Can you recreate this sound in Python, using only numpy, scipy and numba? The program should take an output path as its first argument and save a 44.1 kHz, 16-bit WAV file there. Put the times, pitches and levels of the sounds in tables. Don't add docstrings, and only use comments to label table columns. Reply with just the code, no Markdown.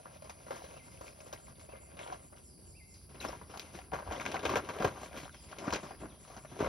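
import sys
import numpy as np
from scipy import signal
from scipy.fft import rfft, irfft
from scipy.io import wavfile
from scipy.ndimage import uniform_filter1d
from numba import njit

SR = 44100
rng = np.random.default_rng(int(sys.argv[2]) if len(sys.argv) > 2 else 0)


def wav_record(signal):
    frames = np.transpose(np.atleast_2d(signal))
    bounded = np.clip(frames, -1, 1)
    quanta = np.round(bounded * 32767).astype(np.int16)
    wavfile.write(sys.argv[1], SR, quanta)


N = 294584

# t/s, level/dB, patch pitch f/Hz, flap re level/dB, rasp re level/dB, fall by 60 dB/s
JERKS = [(0.055, -41, 1130, -23, -37, 0.26), (0.157, -47, 617, -20, -23, 0.038),
         (0.222, -39, 580, -27, -7, 0.035), (0.242, -41.5, 610, -26, -9.5, 0.25),
         (0.273, -45, 1050, -20, -15, .04), (0.296, -34, 896, -28, -2, 0.074),
         (0.466, -41, 584, -7, -16, 0.067), (0.482, -38.5, 560, -13, -17, 0.082),
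         (0.506, -30.5, 487, -5, -13.5, 0.25), (0.558, -46.5, 500, -8, -0.5, 0.19),
         (0.64, -36, 517, -7, -10, 0.04), (0.709, -41, 675, -22, -23, 0.11),
         (0.766, -43, 627, -15, -15, .04), (1.01, -35.5, 540, -2, -12, 0.086),
         (1.068, -64.5, 550, -12, 11.5, 0.19), (1.12, -49, 600, -15, -20, 0.035),
         (1.204, -42.5, 580, -7, -2.5, 0.044), (1.217, -43, 620, -12, -18, 0.044),
         (1.265, -44, 475, -16, -10, 0.19), (1.328, -32, 567, -6, -4, 0.085),
         (1.497, -52, 1150, -15, -20, .06), (1.596, -60.5, 398, -14, 11, 0.13),
         (1.689, -42.5, 557, -11, -13, 0.19), (1.748, -48, 600, -12, -18, .09),
         (1.968, -47, 590, -16, -2, 0.18), (1.993, -45, 2190, -18, 0, 0.72),
         (2.075, -36.5, 840, -24, -15, 0.11), (2.095, -43, 600, -32, -14, 0.14),
         (2.124, -31, 740, -25, -7.5, 0.084), (2.324, -45.5, 575, -11, -17, 0.21),
         (2.361, -54.5, 900, -10, 0, 0.32), (2.94, -60.5, 930, -4, 1, 0.22),
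         (3.091, -53, 445, -13, -10, 0.21), (3.144, -40.5, 401, -10, -15, 0.093),
         (3.205, -41, 410, -1, 3, 0.7), (3.243, -29, 800, -8, -18, .08),
         (3.2494, -23, 1110, 1.5, -23, 0.054), (3.282, -33, 422, -14, -17, 0.16),
         (3.329, -31.5, 940, -28, -39, 0.069), (3.349, -38, 1000, -20, -29, 0.035),
         (3.414, -34.5, 1030, -23, -38.5, 0.069), (3.496, -41.5, 440, -8, -8, 0.51),
         (3.538, -36.5, 780, -20, -14, 0.16), (3.573, -34, 800, -21, -1, 0.031),
         (3.595, -47, 360, -24, 8, 0.23), (3.747, -37.5, 714, 5.5, -10.5, 0.097),
         (3.788, -33, 756, -5, -13, 0.023), (3.921, -27, 765, -10, -35, 0.14),
         (3.933, -23.5, 760, -27, -16.5, 0.24), (3.988, -29.5, 960, -15, -17, 0.055),
         (4.023, -32.5, 590, -19, -37, 0.038), (4.065, -36.5, 600, -2, -34, 0.31),
         (4.11, -24, 773, -10, -20, 0.14), (4.122, -30.5, 1110, -13, -7, 0.12),
         (4.196, -36, 800, -17, -9, .1), (4.207, -27.5, 1050, -43, -6, 0.11),
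         (4.252, -37, 400, 4, -2, 0.16), (4.316, -34.5, 655, -17, 10, 0.039),
         (4.343, -19, 780, -30, -16.5, 0.086), (4.358, -25, 700, -25, -16, 0.079),
         (4.392, -30, 727, -19, -7, 0.046), (4.431, -32.5, 426, -11, -16, 0.13),
         (4.452, -19.5, 1210, -20, -8, 0.12), (4.482, -40, 600, -10, -20, .05),
         (4.493, -19.5, 1100, -14, -13, 0.15), (4.514, -28, 494, -3, -15, 0.094),
         (4.537, -19, 900, -8, -22, 0.045), (4.557, -16, 448, -18, -12.5, 0.15),
         (4.568, -22, 594, -17, -9, 0.055), (4.689, -22, 990, -36, -16, 0.1),
         (4.735, -34.5, 900, -15, -9, .06), (4.764, -26, 437, -8, -18, 0.02),
         (4.799, -26, 332, 5, -16, 0.21), (4.811, -44, 800, -7, -20, 0.049),
         (4.822, -29, 590, -14, -9, 0.12), (4.8453, -13.5, 429, 4, -12, 0.062),
         (4.909, -38.5, 950, -15, -13, 0.091), (4.977, -36, 740, -28, -18, 0.031),
         (5.016, -40, 800, -15, -12, .08), (5.031, -35, 784, -25, -10, 0.21),
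         (5.121, -39, 730, -19, -20, 0.14), (5.141, -36.5, 1330, 3.5, -13, 0.12),
         (5.164, -36.5, 506, 2, -9, 0.099), (5.173, -45, 490, -15, 2, 0.22),
         (5.2, -43, 624, -14, -3.5, 0.14), (5.23, -37, 288, -24, -10, 0.11),
         (5.255, -33, 785, -16, -35, 0.06), (5.294, -35.5, 1490, -17, -25, 0.018),
         (5.345, -43, 1500, -18, -5, 0.068), (5.437, -49, 1170, -15, -10, 0.19),
         (5.514, -38.5, 620, -25, -5.5, 0.1), (5.527, -34, 1500, -25, -18, 0.027),
         (5.584, -39.5, 326, -19, 3, 0.11), (5.623, -38, 606, 1, -37, 0.23),
         (5.676, -26, 283, -4, -32, 0.06), (5.725, -21, 990, -1, -10, 0.16),
         (5.736, -34, 503, -10, -1, 0.098), (5.787, -36, 595, -12, -16, 0.049),
         (5.831, -31.5, 666, 0.5, -12, 0.19), (5.908, -29, 760, -15, -33, 0.087),
         (6.014, -49.5, 288, 21, -37, 0.14), (6.033, -34, 645, -4, -38, 0.11),
         (6.055, -37, 317, -11, -22, 0.048), (6.25, -45, 1210, -20, -14, 0.059),
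         (6.277, -44, 640, -12, -11, 0.088), (6.3, -41.5, 730, -25, -17, 0.71),
         (6.365, -35.5, 770, 0, -12, 0.11), (6.448, -34, 614, -26, -22, 0.051),
         (6.515, -40.5, 684, 4, -20, 0.18), (6.591, -28, 427, -7, -10, 0.057),
         (6.603, -24.5, 440, -6, -12.5, 0.27), (6.644, -23, 526, -12, -20, 0.044),
         (6.661, -35, 1500, -15, -8, .04), (6.67, -33, 700, -12, -15, .04)]
# t/s, left minus right/dB, off-axis level/dB,
# finest sizzle re rasp/dB, pocket re crinkle/dB
HAND_PLACES = [(0, 3.5, 4, -7, -0.5), (1.5, 5.5, 5, -0.5, -0.5), (2.2, 4.5, 6, -33, 0),
               (3.0, 5.5, -1.5, -5, -6), (4.0, 5.5, -3, -9, -9), (4.3, 5, -6, -14, -9),
               (5.2, 4, -8.5, -5, -8), (5.6, 5.5, -6.5, -27, -10), (6.68, 4, -7, -11, -3)]


def undb(db):
    return 10 ** (np.asarray(db) / 20)


def level(x, db):
    return x * undb(db) / np.sqrt(np.mean(x ** 2))


def curve(rows):
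    s, *columns = np.transpose(rows)
    return [np.interp(np.arange(N) / SR, s, c) for c in columns]


def over(table, hz):
    f, v = np.transpose(table)
    return np.interp(np.log(hz + 1), np.log(f), v)


def band(x, hz, width_hz):
    f = np.fft.rfftfreq(x.shape[-1], 1 / SR)
    bell = np.exp(-.5 * ((f - hz) / width_hz * 2) ** 2)
    return irfft(rfft(x) * bell, x.shape[-1])


def walk(rate):
    k = int(SR / rate)
    steps = np.repeat(rng.standard_normal(N // k + 1), k)
    return 1.03 * uniform_filter1d(uniform_filter1d(steps, k), k)[:N]


def echo(x, t60):
    t = np.arange(int(t60 * SR)) / SR
    fade = undb(-60 * t / t60) * np.minimum(t / 0.0026, 1)
    tail = rng.standard_normal((2, SR * 2))[:, :len(t)] * fade
    return signal.fftconvolve(x[None], tail / np.sqrt(np.sum(tail[0] ** 2)), axes=1)[:, :N]


@njit
def rings(n, start, step, cycles, size):
    out = np.zeros(n)
    for i in range(len(start)):
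        fall = np.log(1000) * step[i] / (6 * np.pi * cycles)
        p, z = np.exp(1j * step[i] - fall), size[i] + 0j
        for k in range(start[i], min(n, start[i] + int(5.8 / fall))):
            out[k] += z.imag
            z *= p
    return out


def ring(s, db, hz, cycles):
    return rings(N, (s * SR).astype(np.int64), 2 * np.pi * hz / SR, cycles, undb(db))


def call(shape, s, stretch, db):
    when, hz, shape_db = np.transpose(shape)
    t = np.arange(int(when[-1] * stretch * SR)) / SR / stretch
    wave = np.sqrt(2) * np.sin(2 * np.pi * np.cumsum(np.interp(t, when, hz)) / SR)
    out, i = np.zeros(N), int(s * SR)
    out[i:i + len(t)] = (wave * undb(db + np.interp(t, when, shape_db)))[:N - i]
    return out


def cloth():
    near = crinkling() + pops() + cracks()
    near = near + (1 + 0.22 * walk(820)) * squeaks()
    near = boot_hollows(near)
    middle = band(near, 1640.0, 6900.0) - band(near, 0., 683.0)
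    pan, off_axis = curve(HAND_PLACES)[:2]
    skew = undb(off_axis) * band(np.imag(signal.hilbert(middle)), 310.0, 2100.0)
    sides = undb(np.array([pan, -pan]) / 2) - 1
    direct = near + sides * middle + np.array([skew, -skew])
    boot_t60_s, boot_db = 0.055, -4.5
    return direct + undb(boot_db) * echo(middle, boot_t60_s)


def crinkling():
    # t/s, crinkle level/dB, slack flap re crinkle/dB, fine rasp re crinkle/dB
    pull = [(0.0, -70.5, -3, -1), (0.48, -68, -0.5, -3.5), (0.65, -59, -8, -4.5), (0.85, -68.5, -2, -3),
            (1.75, -69.5, 2, -5), (2.17, -63.5, 2, -8.5), (2.3, -82.5, 12.5, -3), (2.62, -77.5, 11, -5),
            (3.03, -81.5, 8.5, -1), (3.19, -60, -1, -10.5), (3.42, -67.5, 3.5, -34),
            (3.76, -61, -6.5, -2.5), (3.9, -69, 5.5, -9), (4.13, -52, -7, -9.5), (4.3, -47.5, -2.5, -7.5),
            (4.41, -52, 0, -11), (4.45, -47, 5, -4.5), (4.62, -56.5, 6, -7.5), (4.75, -51, -8, -9.5),
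            (4.84, -45, -6, -12), (4.92, -51.5, 0, -9.5), (5.1, -62.5, -1, -4), (5.18, -60, -1, -1.5),
            (5.26, -58.5, -6, -8), (5.29, -67, 8, 0.5), (5.42, -72.5, 4, -0.5), (5.5, -67, 4, -2),
            (5.64, -49, -5.5, -14.5), (5.72, -45, -21, -12.5), (5.8, -60, -1, -2.5), (6.0, -64, 4, -5),
            (6.1, -58.5, 2, -11.5), (6.21, -71, 1.5, -4), (6.33, -61, -6, -6.5), (6.42, -75, 8, -2.5),
            (6.57, -61.5, 7, -1.5), (6.62, -43, -1, -15), (6.68, -49, 0, -10)]
    # lowest f/Hz, highest f/Hz, creases per s, cycles rung, size scatter/dB
    patches = [(125, 446, 900, 3.1, 1.5), (443, 2220, 2600, 2.8, 3), (2020, 3730, 2500, 7.3, 3),
               (3804, 6980, 4000, 13, 1.5), (6500, 10600, 15000, 1.65, 3)]
    pocket = (494, 700, 300, 6.9, 3.04)
    # t/s, level re rasp/dB
    bright = [(0, -0.5), (.5, -0.5), (1.3, 1), (2.0, -6), (2.4, 0.5), (2.95, 9), (3.15, -2.5), (3.6, -1.5),
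              (3.9, -0.5), (4.3, -4), (4.55, -3.5), (4.85, -4.5), (5.06, 0), (5.15, -5.5), (5.28, 2),
              (5.55, -3), (5.72, 1.5), (6.0, -7), (6.29, 4), (6.45, 0.5), (6.68, -6)]
    burst_db = -14.5
    crinkle, flap, rasp = curve(pull)
    sizzle, hollow = curve(HAND_PLACES)[2:]
    stutter = 3.05 * walk(45)
    drive = undb(crinkle + stutter + np.array([flap, 0 * flap, rasp, rasp, rasp]))
    t = np.arange(SR // 3) / SR
    rise_s = np.array([[.005], [.003], [.0008], [.0008], [.0004]])
    rise = np.minimum(t / rise_s, 1)
    for s, db, _, low, high, t60 in JERKS:
        i = int(s * SR)
        tilt = np.array([[low], [0], [high], [high], [0.93 * high + 1.7]])
        burst = rise * undb(db + burst_db + tilt - 60 * t / max(t60, .02))
        drive[:, i:i + len(t)] += burst[:, :N - i]
    drive[3:] *= undb([curve(bright)[0], sizzle])
    bed = sum(gain * creases(*patch) for gain, patch in zip(drive, patches))
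    return bed + undb(crinkle + hollow + stutter) * creases(*pocket)


def creases(lo_hz, hi_hz, rate, cycles, scatter_db):
    # f/Hz, level per Hz/dB
    cloth_tone = [(50, -16.5), (90, 0), (200, -0.5), (400, 3.5), (700, 1.5), (1300, -1), (1750, -10),
                  (2400, -15), (4400, -19.5), (8000, -15.5), (12500, -11), (15500, -19)]
    when, where, sign, big = rng.random((80000, 4))[:int(rate * N / SR)].T
    hz = lo_hz * (hi_hz / lo_hz) ** where
    loud = hz * undb(over(cloth_tone, hz) - scatter_db * np.log(big + 1e-4))
    size = np.sign(sign - .5) * loud
    return level(rings(N, (when * N).astype(np.int64), 2 * np.pi * hz / SR, cycles, size), 0)


def pops():
    s, db, hz = np.transpose(JERKS)[:3]
    return ring(s, db - 5.5, hz, 6.55) - ring(s, db + 0.5, hz, 0.45)


def cracks():
    # t/s, level before the trims below/dB, f/Hz
    ticks = [(1.3273, -43, 3640), (1.992, -36.5, 2520), (2.0758, -42, 3020), (3.2018, -53, 4000),
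             (3.2867, -40, 5450), (3.575, -37.5, 4500), (3.5963, -28.5, 4670), (3.79, -42.5, 3060),
             (3.918, -45.5, 2630), (4.1994, -34, 2350), (4.254, -35, 2000), (4.263, -25, 2350),
             (4.3164, -52, 2220), (4.3425, -46, 2500), (4.392, -42, 2260), (4.4337, -42, 2630),
             (4.4555, -26, 2490), (4.557, -24, 2400), (4.69, -48, 2500), (4.787, -37, 2820),
             (4.875, -37, 2300), (4.846, -32, 2410), (5.0603, -42, 2520), (5.13, -43, 2300),
             (5.16, -44, 2900), (5.176, -44, 2400), (5.184, -46, 2660), (5.201, -46, 2050),
             (5.215, -47, 3100), (5.246, -46, 2900), (5.236, -43, 2500), (5.5857, -39, 4200),
             (5.7064, -31.5, 2600), (5.7364, -24.5, 5600), (5.7616, -29.5, 2730), (6.5897, -51, 2420)]
    # t/s, level/dB, f/Hz
    whips = [(3.9365, -17, 696), (3.942, -22, 740), (4.341, -38, 900), (4.558, -16, 700),
             (4.8473, -14, 1100), (4.8499, -8, 860), (5.68, -17.5, 293), (6.6078, -16.5, 402),
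             (6.627, -15.5, 430)]
    s, db, hz = np.transpose(ticks)
    bright = ring(s, db + 5, hz, 2.5) + ring(s, db - 1, 2.6 * hz, 3.)
    after = ring(s + .0012, db - 3, .75 * hz, 4.) + ring(s + .0027, db - 6, 1.5 * hz, 5.)
    return bright + after + ring(*np.transpose(whips), 0.78)


def squeaks():
    # t/s, length/s, first f/Hz, last f/Hz, level/dB
    skips = [(3.2, 0.008, 4320, 3700, -44.5), (3.209, 0.0067, 2930, 2520, -47),
             (3.223, 0.006, 2870, 2500, -52), (3.226, .007, 2700, 2500, -47),
             (3.235, .009, 2640, 2300, -49), (3.271, 0.015, 5440, 5200, -55),
             (3.282, 0.011, 5420, 5500, -46)]
    out = 0
    for s, length, a, b, db in skips:
        glide = [(0, a, -20), (.4, a + .4 * (b - a), 0), (.7, a + .7 * (b - a), -2), (1, b, -20)]
        out = out + call(glide, s, length, db)
    return out


def boot_hollows(near):
    # f/Hz, width/Hz, level re direct sound/dB
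    hollows = [(310.5, 19, -13), (448, 15, -16), (621, 20, -12), (714, 36, -10.5), (960, 31, -13.5),
               (1171, 17, -15.5), (1444, 43, -4), (2450, 58, -17), (3260, 24, -12)]
    f = np.fft.rfftfreq(N, 1 / SR)
    ringing = sum(undb(db) / (1 + 2j * (f - hz) / w) for hz, w, db in hollows)
    return irfft(rfft(near) * (1 + ringing), N)


def insects():
    # f/Hz, width/Hz, level/dB, wing strokes per s, throb depth 0-1
    chorus_rows = [(10310, 1060, -66, 112, 0.1), (11040, 800, -71.5, 120, 0.2), (9430, 230, -80.5, 74, 0.2)]
    # t/s, level before a 1 dB cut/dB
    trill_db = [(0, -76), (.5, -75), (1.3, -75), (1.7, -72), (2.1, -76), (2.6, -75), (3.1, -75), (4.0, -74),
                (5.0, -79), (6.68, -82)]
    # t/s, level of its main band/dB
    hopper_db = [(1.93, -100), (1.99, -74), (2.55, -71), (2.8, -75), (2.87, -100)]
    # first t/s, chirps, first gap/s, each gap longer by/s, level/dB
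    bouts = [(.87, 11, .185, .0043, -63), (5.045, 9, .197, 0, -64)]
    t = np.arange(N) / SR
    chorus = sum(undb(db + 0.44 * walk(4.3)) * shrill(hz, w, rate, depth)
                 for hz, w, db, rate, depth in chorus_rows)
    trill = undb(curve(trill_db)[0] - 1 + 2 * walk(6)) * shrill(4750., 480., 60., .15)
    wings = shrill(8540., 200., 45., .3) + .75 * shrill(8130., 170., 45., .3)
    wings = wings + .4 * shrill(8850., 200., 45., .3)
    hopper = undb(curve(hopper_db)[0] + 2.5 * walk(30)) * wings
    gate = 0
    for first, count, gap, longer, db in bouts:
        starts = first + np.cumsum(gap + longer * np.arange(-1, count - 1)) - gap + longer
        for s in starts:
            gate = gate + undb(db) * np.exp(-((t - s) / 0.035) ** 4)
    chirps = gate * undb(1.5 * walk(9)) * shrill(7210., 400., 200., .5)
    near = chorus + trill + hopper + chirps
    return near + undb(-10.5) * band(echo(near, 0.18), 9600.0, 7000.)


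def shrill(hz, width_hz, rate, depth):
    stroke = np.cos(2 * np.pi * np.cumsum(rate * (1 + 0.0012 * walk(4.8))) / SR)
    return level(band(rng.standard_normal(N), hz, width_hz) * (1 + depth * stroke), 0)


def birds():
    # t from start before stretching/s, f/Hz, level/dB
    whistle = [(0, 2150, -14), (.015, 2400, -6), (.03, 2680, -4), (.055, 2700, -5), (.065, 2350, -1),
               (.075, 2100, -3), (.105, 2070, -6), (.13, 2100, -25)]
    # t/s, level/dB, extra level of the opening/dB
    whistle_calls = [(0.735, -62.5, -16), (1.675, -63, 0), (2.738, -64, 0), (3.601, -65, -6)]
    # t from start before stretching/s, share of the drop still to come, level/dB
    fall = [(0, 1, -8), (.014, .5, -2), (.03, .1, 0), (.045, 0, -2), (.06, .03, -5), (.075, .04, -25)]
    # t/s, first f/Hz, last f/Hz, stretch, level/dB, hoarseness 0-1
    fall_calls = [(2.435, 5900, 4650, 3.2, -66, .55), (.83, 5800, 5100, 2.2, -70, .7),
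                  (1.06, 5800, 5150, 2.2, -70, .7), (2.655, 5750, 4850, 3., -67, .6),
                  (2.885, 5750, 4800, 2.6, -65, .55), (3.11, 5700, 4900, 2.4, -70, .7),
                  (3.465, 5700, 5200, 2., -65, .5), (5.325, 5700, 4850, 2.4, -62.5, .68),
                  (5.565, 5700, 4900, 2.4, -64, .7), (5.815, 5650, 4800, 2.5, -63, .7),
                  (5.31, 4000, 3200, 1.1, -62.5, .45), (6.083, 4500, 3220, 1.1, -64, .48),
                  (6.472, 4000, 3250, 1., -63.5, .55)]
    # t from start before stretching/s, f/Hz, level/dB
    seep = [(0, 5750, -15), (.03, 5850, 0), (.1, 6050, -3), (.23, 6200, -20)]
    # t/s, level/dB
    seep_calls = [(6.03, -72), (6.425, -68)]
    trees_t60_s, trees_db = 1.0, -.5
    hoarse, waver = walk(900), walk(150)
    falls = 0
    for s, a, b, stretch, db, rough in fall_calls:
        shape = [(t, b + share * (a - b), g) for t, share, g in fall]
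        falls = falls + call(shape, s, stretch, db) * (1 - rough + rough * hoarse)
    seeps = (0.48 + 0.36 * waver + 0.57 * hoarse) * sum(call(seep, s, 0.89, db) for s, db in seep_calls)
    whistles = 0
    for s, db, opening in whistle_calls:
        shape = [(t, f, g + opening * (t < .03)) for t, f, g in whistle]
        whistles = whistles + call(shape, s, .93, db)
    song = (1 + .35 * waver + .4 * hoarse) * whistles + falls + seeps
    return song + undb(trees_db) * echo(song, trees_t60_s)


def rumble():
    # t/s, level/dB
    road = [(0, -59.5), (2.4, -57.5), (2.8, -55), (3.7, -55.5), (4.5, -55), (6.68, -61)]
    # t at the middle/s, level/dB
    puff_rows = [(3.29, -51), (3.78, -69), (3.94, -47.5), (4.1, -45.5), (4.48, -49), (4.85, -42),
                 (5.21, -63), (5.71, -43), (6.03, -47), (6.36, -56), (6.66, -43)]
    puff_s = 0.036
    t = np.arange(N) / SR
    puffs = sum(undb(db) * np.exp(-((t - s) / puff_s) ** 2) for s, db in puff_rows)
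    low_noise = level(band(rng.standard_normal(N), 62.2, 47.0), 0)
    return (undb(curve(road)[0] + 1.25 * walk(4.9)) + puffs) * low_noise


def meadow():
    # f/Hz, relative level per Hz/dB
    colour = [(25, 7), (60, -6.5), (140, 1), (230, -7), (420, -21), (850, -23), (2400, -48), (6000, -29.5),
              (9000, -25), (11800, -50), (12300, -70), (13300, -79), (14300, -36), (15400, -29)]
    # f/Hz, likeness of left and right 0-1
    likeness = [(60, 0.38), (150, 0.9), (300, 0.13), (650, .05), (1400, 0.13), (2500, 0.14), (6000, 1),
                (11000, 0.99)]
    meadow_db = -59
    f, out, swell = np.fft.rfftfreq(N, 1 / SR), 0, walk(0.28)
    alike = np.clip(over(likeness, f), 0, 1)
    noise = rfft(rng.standard_normal((2, N))) * undb(over(colour, f))
    mid, side = noise * np.sqrt([1 + alike, 1 - alike])
    for hz in 30 * 2. ** np.arange(10):
        share = np.clip(1 - abs(np.log2((f + 1) / hz)), 0, 1)
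        octave = irfft(share * np.array([mid + side, mid - side]), N)
        out = out + undb(0.27 * swell + 3.4 * walk(11)) * octave
    return level(out, meadow_db)


def scene():
    return cloth() + meadow() + rumble() + insects() + birds()


def record(dry):
    # f/Hz, left's lead/half turns
    left_lead = [(0, 0), (5900, .04), (6700, 1), (8100, 1), (9900, 2), (12400, 2), (13200, 3), (15100, 3),
                 (15900, 3.25), (22050, 3.25)]
    bass_cut_hz, top_hz = 64.4, 15900
    bass_lean = .055
    f, turns = np.fft.rfftfreq(N, 1 / SR), np.transpose(left_lead)
    lead = 1j * np.pi / 2 * np.interp(f, *turns) - bass_lean / (1 + (f / 350) ** 4)
    stereo = irfft(rfft(dry) * np.exp(np.array([lead, -lead])), N)
    stereo = signal.sosfilt(signal.butter(3, bass_cut_hz, "high", fs=SR, output="sos"), stereo)
    return signal.sosfilt(signal.ellip(10, .2, 80, top_hz, fs=SR, output="sos"), stereo)


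dry = scene()
out = record(dry)
wav_record(out)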